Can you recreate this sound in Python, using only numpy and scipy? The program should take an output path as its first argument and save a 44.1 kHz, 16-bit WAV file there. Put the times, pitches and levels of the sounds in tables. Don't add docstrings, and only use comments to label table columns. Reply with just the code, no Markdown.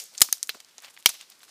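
import sys
import numpy as np
from scipy import signal
from scipy.io import wavfile
from scipy.ndimage import uniform_filter1d

SR = 44100
rng = np.random.default_rng(int(sys.argv[2]) if len(sys.argv) > 2 else 0)


def nominal_scale(level):
    x = np.asarray(level, float) / 20
    return 10 ** x


def store_pcm(level_fs):
    pcm = np.round(np.clip(level_fs, -1, 1) * 32767).astype(np.int16)
    wavfile.write(sys.argv[1], SR, np.atleast_2d(pcm).T)


N = 66150
LEAD = 2000

# pitch_hz, level_db (per Hz)
HISS_COLOUR = [(25, -18), (50, -9), (250, -1), (750, -2), (1400, -0.5), (5000, 0), (12000, -7.5),
               (16000, -13.5)]
BREAK_S = [-.012, .1785, .2069, .2163, .3265, .4294, .4327, .4922, .498, 1.0592, 1.0635, 1.0912, 1.094,
           .3274, .332, .2174, .3254, .2164, .4937, 1.0604]
# peak_db, ring_hz, tearing_s, splinter_db
BREAKS = [(2, 6470, 0.0041, -0.5), (-21, 5500, 0.0062, -13.5), (-10.5, 8200, .0004, 1.5),
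          (2.5, 8500, 0.0052, 1.5), (-3, 10000, 0.00049, -5), (-20.5, 6300, 0.00022, -4),
          (-20, 13400, .0005, 5), (-15, 3000, 0.0016, -2.5), (-20, 3600, 0.0049, -8),
          (4.5, 9200, 0.00067, 8), (-11, 5120, 0.0075, -10), (-14, 9600, 0.0028, -8),
          (-21.5, 5600, 0.0095, -1), (-7.5, 5500, 0.0005, -5.5), (-21, 4600, 0.0028, -22),
          (0, 5070, 0.0004, -13), (-24, 9100, 0.0021, -21), (4.5, 13360, 0.0016, -10.5),
          (-10, 3200, 0.0005, 1), (-0.5, 2920, 0.00059, -5)]
# pitch_hz, level_db (per Hz)
SPLINTER_COLOUR = [(60, -35), (400, -20.5), (1500, -6), (4500, -3.5), (8000, -6), (14000, -5.5),
                   (16000, -12.5)]
KNOCK_S = [.0389, .0562, .1378, .149, .2005, .2125, .2872, .2065, .3715, .381, .3715, .5465, .5685, .6027,
           .647, .7815, .783, .802, .822, .844, .868, .965, .974, 1.0258, 1.1415, 1.2115, 1.301, 1.393,
           1.405, 1.4321, .548, .2885, 1.0925, 1.0915]
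# peak_db, centre_hz, length_s
KNOCKS = [(-29, 12000, .00066), (-38, 7000, .0008), (-41, 4000, .00027), (-36.5, 3030, .0039),
          (-27, 9200, .0029), (-30, 7000, .0012), (-31.5, 1370, .0024), (-24, 8000, .0013),
          (-34, 7000, .0004), (-34, 6500, .0004), (-49, 894, .0011), (-37, 1050, .002), (-48.5, 520, .006),
          (-33, 5360, .00084), (-37.5, 4970, .001), (-28, 5300, .0015), (-46, 706, .0018),
          (-40, 5500, .001), (-37, 9100, 0.0014), (-37, 2500, .0038), (-46, 2200, .0033),
          (-38, 2430, .0015), (-35, 2260, .0017), (-40, 6000, .00044), (-33, 13000, .0006),
          (-33, 6000, .0012), (-34, 10500, 0.00082), (-46, 9000, .00063), (-43.5, 2404, 0.00074),
          (-38, 1580, .00037), (-43, 330, .003), (-50, 250, .002), (-14, 8930, .0005), (-22, 2300, .001)]
FIBRE_S = [.42945, .4732, .477, .485, .4885, .1794, .184, .175, .711, .547, .832, 1.033, 1.204, 1.32, 1.432,
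           1.481, 1.2113, 1.0258, 1.4325, .7818, 1.3008, 1.4415]
# peak_db, centre_hz
FIBRES = [(-4, 6880), (-25, 7000), (-33, 14000), (-36, 10500), (-34, 14060), (-15.5, 6360), (-24, 5300),
          (-36, 6040), (-46, 2800), (-39, 14000), (-40, 7500), (-43, 13900), (-40, 4500), (-38, 4500),
          (-38, 13500), (-46, 1440), (-29, 3000), (-40, 3000), (-36, 3500), (-26, 5500), (-36, 5000),
          (-43, 3000)]
# break_index, peak_db, pitch_hz, t60_s
STEM_MODES = [(3, -14, 773, 0.016), (3, -10.5, 1213, 0.011), (3, -13, 1720, .012), (3, -24.5, 368, 0.018),
              (9, -3.5, 2297, 0.014), (9, -10, 993, 0.015), (9, -16.5, 530, .012), (7, -39, 450, 0.031),
              (7, -20, 1763, 0.013), (7, -44, 2130, 0.0068), (4, -27, 860, 0.012), (4, -23.5, 1330, 0.014),
              (4, -39.5, 600, 0.016), (9, -0.5, 3070, .012), (19, -5.5, 3125, .012), (9, -9.5, 4400, 0.02),
              (9, -7, 5300, 0.017), (9, -7, 5800, 0.021), (9, -14.5, 8470, 0.018), (9, -3.5, 10000, .01),
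              (15, -2, 4960, .014), (3, -6.5, 7070, 0.032), (15, -9, 9550, 0.027), (15, -9, 4200, 0.019),
              (3, -27, 330, .01), (18, -22, 4010, 0.014), (18, -18, 2200, .007), (18, -18, 3000, 0.0055),
              (18, -20, 4900, .008), (19, -16, 800, .014), (3, -22, 560, .012), (5, -50, 420, .02),
              (4, -6, 6340, 0.0079), (4, -23, 2240, 0.0078), (4, -25, 3310, 0.011)]
# middle_s, half_length_s, level_db, centre_hz
DRAGS = [(0.084, 0.14, -60, 3050), (0.148, 0.018, -54.5, 9000), (0.186, 0.032, -53.5, 5500),
         (0.244, 0.028, -51.5, 760), (0.554, 0.066, -59, 4620), (0.549, 0.011, -53.5, 370),
         (0.608, 0.011, -55, 3860), (0.69, 0.017, -64, 4550), (0.741, 0.02, -78.5, 6000),
         (0.787, 0.015, -55, 2950), (0.836, 0.033, -54.5, 1900), (0.85, 0.024, -52, 3670),
         (0.879, 0.022, -52.5, 2380), (0.905, 0.014, -57.5, 7600), (0.943, 0.016, -60.5, 8700),
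         (0.99, 0.0099, -58, 10000), (1.003, 0.014, -58, 9000), (1.099, 0.016, -48.5, 690),
         (1.147, 0.02, -49, 3010), (1.217, 0.038, -55, 3090), (1.317, 0.036, -58.5, 4120),
         (1.353, 0.013, -66, 4850), (1.422, 0.023, -62, 5000), (1.446, 0.024, -58.5, 8100),
         (1.467, 0.019, -68.5, 304), (1.492, 0.024, -57.5, 5460), (0.03, 0.06, -62, 450),
         (0.14, 0.04, -64, 500), (0.503, 0.008, -47, 4000), (0.602, 0.003, -52, 11000)]
# pitch_hz, level_db (per Hz)
LEAF_COLOUR = [(150, -35.5), (600, -0.5), (2300, -3), (6000, 0), (12000, -10.5), (16000, -5)]
# pitch_hz, t60_s
BUSH_T60 = [(300, .3), (1500, 0.4), (5000, 0.56), (10000, 0.41), (16000, 0.33)]
# pitch_hz, gain_db
ECHO_COLOUR = [(100, -5.5), (600, -6.5), (2000, -10), (5500, -4.5), (10000, -7), (16000, -4)]

RING_Q, TICK_Q, POP_Q = 1.71, 0.9, 1.5
SENT_Q = 0.79


def evened(x):
    return x / np.sqrt(np.mean(x ** 2) + 1e-20)


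def colour(points):
    f, db = np.transpose(points)
    hz = np.abs(np.fft.fftfreq(4096, 1 / SR))
    gain_db = np.interp(np.log(hz + 1), np.log(f + 1), db)
    log_gain = np.log(nominal_scale(np.maximum(gain_db, -90)))
    phase = -signal.hilbert(log_gain).imag
    taps = np.fft.ifft(np.exp(log_gain + 1j * phase)).real[:2048]
    return taps / np.linalg.norm(taps)


def ring(x, hz, width_hz):
    r = np.exp(-np.pi * width_hz / SR)
    gain = np.sqrt(1 - r * r)
    return signal.lfilter([gain, 0, -r * gain], [1, -2 * r * np.cos(2 * np.pi * hz / SR), r * r], x)


def steep(x, hz, q):
    twice = ring(ring(x, hz, hz / q), hz, hz / q)
    return twice * np.sqrt(2 * hz / q / SR)


def impulse(length):
    return 1. * (np.arange(length) == 0)


def add(mix, start_s, sound):
    part = mix[..., round(start_s * SR) + LEAD:][..., :sound.shape[-1]]
    part += sound[..., :part.shape[-1]]


def place(mix, path, start_s, peak_db, drive, body, q):
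    sound = body(drive, q)
    click = body(impulse(len(drive)), min(q, SENT_Q))
    sound = nominal_scale(peak_db) * sound / np.abs(sound).max()
    add(mix[0], start_s, sound)
    add(mix[1 + path % 3], start_s, click * np.linalg.norm(sound) / np.linalg.norm(click))


def break_paths():
    return np.argsort(np.argsort(BREAK_S))


def forest():
    noise = rng.standard_normal(N + LEAD)
    return nominal_scale(-60.5) * evened(signal.oaconvolve(noise, colour(HISS_COLOUR))[:N + LEAD])


def tear(length_s, chance):
    rise_s, sag_db, fall_db, fall_s, spiky_db = 0.00023, -6, -61.5, 0.011, 3.5
    t = np.arange(chance.shape[1]) / SR
    hold = sag_db * np.minimum(t / length_s, 1)
    fall = fall_db * np.maximum(t - length_s, 0) / (fall_s * np.sqrt(length_s / 0.0014))
    spikes = nominal_scale(spiky_db * evened(uniform_filter1d(chance[1], size=12)))
    return np.minimum(t / rise_s, 1) * nominal_scale(hold + fall) * chance[0] * spikes


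def breaks(mix, chance):
    spray, paths = colour(SPLINTER_COLOUR), break_paths()
    for k, (start_s, (db, hz, length_s, splinter_db), c) in enumerate(zip(BREAK_S, BREAKS, chance)):
        thin = signal.butter(2, 0.19 * hz, "high", fs=SR)

        def twig(x, q):
            splinters = signal.oaconvolve(x, spray)[:len(x)]
            return signal.lfilter(*thin, steep(x, hz, q) + nominal_scale(splinter_db) * splinters)

        place(mix, paths[k], start_s, db, tear(length_s, c), twig, RING_Q)


def ticks(mix, chance):
    for k, (start_s, (db, hz, length_s), c) in enumerate(zip(KNOCK_S, KNOCKS, chance)):
        place(mix, k, start_s, db, tear(length_s, c), lambda x, q: steep(x, hz, q), TICK_Q)


def pops(mix):
    for k, (start_s, (db, hz)) in enumerate(zip(FIBRE_S, FIBRES)):
        place(mix, k, start_s, db, impulse(600), lambda x, q: steep(x, hz, q), POP_Q)


def twigs():
    mix = np.zeros((4, N + LEAD))
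    chance = rng.standard_normal((80, 2, 1800))
    breaks(mix, chance)
    ticks(mix, chance[20:])
    pops(mix)
    return mix


def stems():
    mix, t, paths = np.zeros((4, N + LEAD)), np.arange(1500) / SR, break_paths()
    for k, db, hz, t60_s in STEM_MODES:
        swell = np.minimum(t / .0007, 1)
        mode = nominal_scale(db - 60 * t / t60_s) * np.sin(2 * np.pi * hz * t) * swell
        click = steep(impulse(len(t)), hz, SENT_Q)
        add(mix[0], BREAK_S[k], mode)
        sent = nominal_scale(-6) * click * np.linalg.norm(mode) / np.linalg.norm(click)
        add(mix[1 + paths[k] % 3], BREAK_S[k], sent)
    return mix


def rustle():
    grains_per_s, grain_db, wide_db, q = 4500, 2.3, 0.1, 0.71
    n, out = N + LEAD, np.zeros(N + LEAD)
    size = nominal_scale(grain_db * np.minimum(rng.exponential(1, n), 4)) * (rng.random(n) < grains_per_s / SR)
    grain_decay = nominal_scale(-60 * np.arange(400) / SR / 0.0013)
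    grains = signal.oaconvolve(size, grain_decay)[:n] * rng.standard_normal(n)
    wide = signal.oaconvolve(grains, colour(LEAF_COLOUR))[:n]
    for middle_s, half_s, db, hz in DRAGS:
        first, length = round((middle_s - half_s) * SR) + LEAD, round(2 * half_s * SR)
        part = slice(first, first + length)
        rubbing = ring(ring(grains[part], hz, hz / q), hz, hz / q)
        scrape = evened(rubbing) + nominal_scale(wide_db) * evened(wide[part])
        add(out, middle_s - half_s, nominal_scale(db) * scrape * np.hanning(length)[:len(scrape)])
    return out


def camp(x):
    near_db, near_t60_s, far_db, gap_s = -16, 0.13, -24, 0.0022
    t = np.arange(SR // 2) / SR
    taps, wash, lumps = rng.standard_normal((3, len(t)))
    near = taps * nominal_scale(3.4 * evened(uniform_filter1d(lumps, size=30)) - 60 * t / near_t60_s)
    hz, at, z = signal.stft(wash, SR, nperseg=128)
    f, t60 = np.transpose(BUSH_T60)
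    t60_s = np.interp(np.log(hz + 1), np.log(f), t60)[:, None]
    far = signal.istft(z * nominal_scale(-60 * at / t60_s), SR, nperseg=128)[1][:len(t)]
    tail = nominal_scale(near_db) * near / np.linalg.norm(near) + nominal_scale(far_db) * far / np.linalg.norm(far)
    tail = tail * np.clip(t / gap_s - .5, 0, 1)
    return signal.fftconvolve(x, signal.oaconvolve(tail, colour(ECHO_COLOUR)))[:len(x)]


def scene():
    direct, *sent = twigs() + stems()
    leaves = rustle()
    echoes = sum(camp(path) for path in sent) + camp(leaves)
    return (direct + leaves + echoes + forest())[None, LEAD:]


def low_pass(x):
    return signal.sosfilt(signal.butter(12, 16680, fs=SR, output="sos"), x)


def record(dry):
    ceiling, bass_hz, shelf_hz, shelf_db = 0.98, 112, (15350, 16400), -28
    hot = np.clip(dry, -ceiling, ceiling)
    hot = signal.lfilter(*signal.butter(1, bass_hz, "high", fs=SR), hot)

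    def below(hz):
        taps = signal.firwin(255, hz, window=("kaiser", 8), fs=SR)
        return signal.oaconvolve(hot, taps[None], "same")

    low, top = below(shelf_hz[0]), below(shelf_hz[1])
    return low_pass(low + nominal_scale(shelf_db) * (top - low))


dry = scene()
out = record(dry)
store_pcm(out)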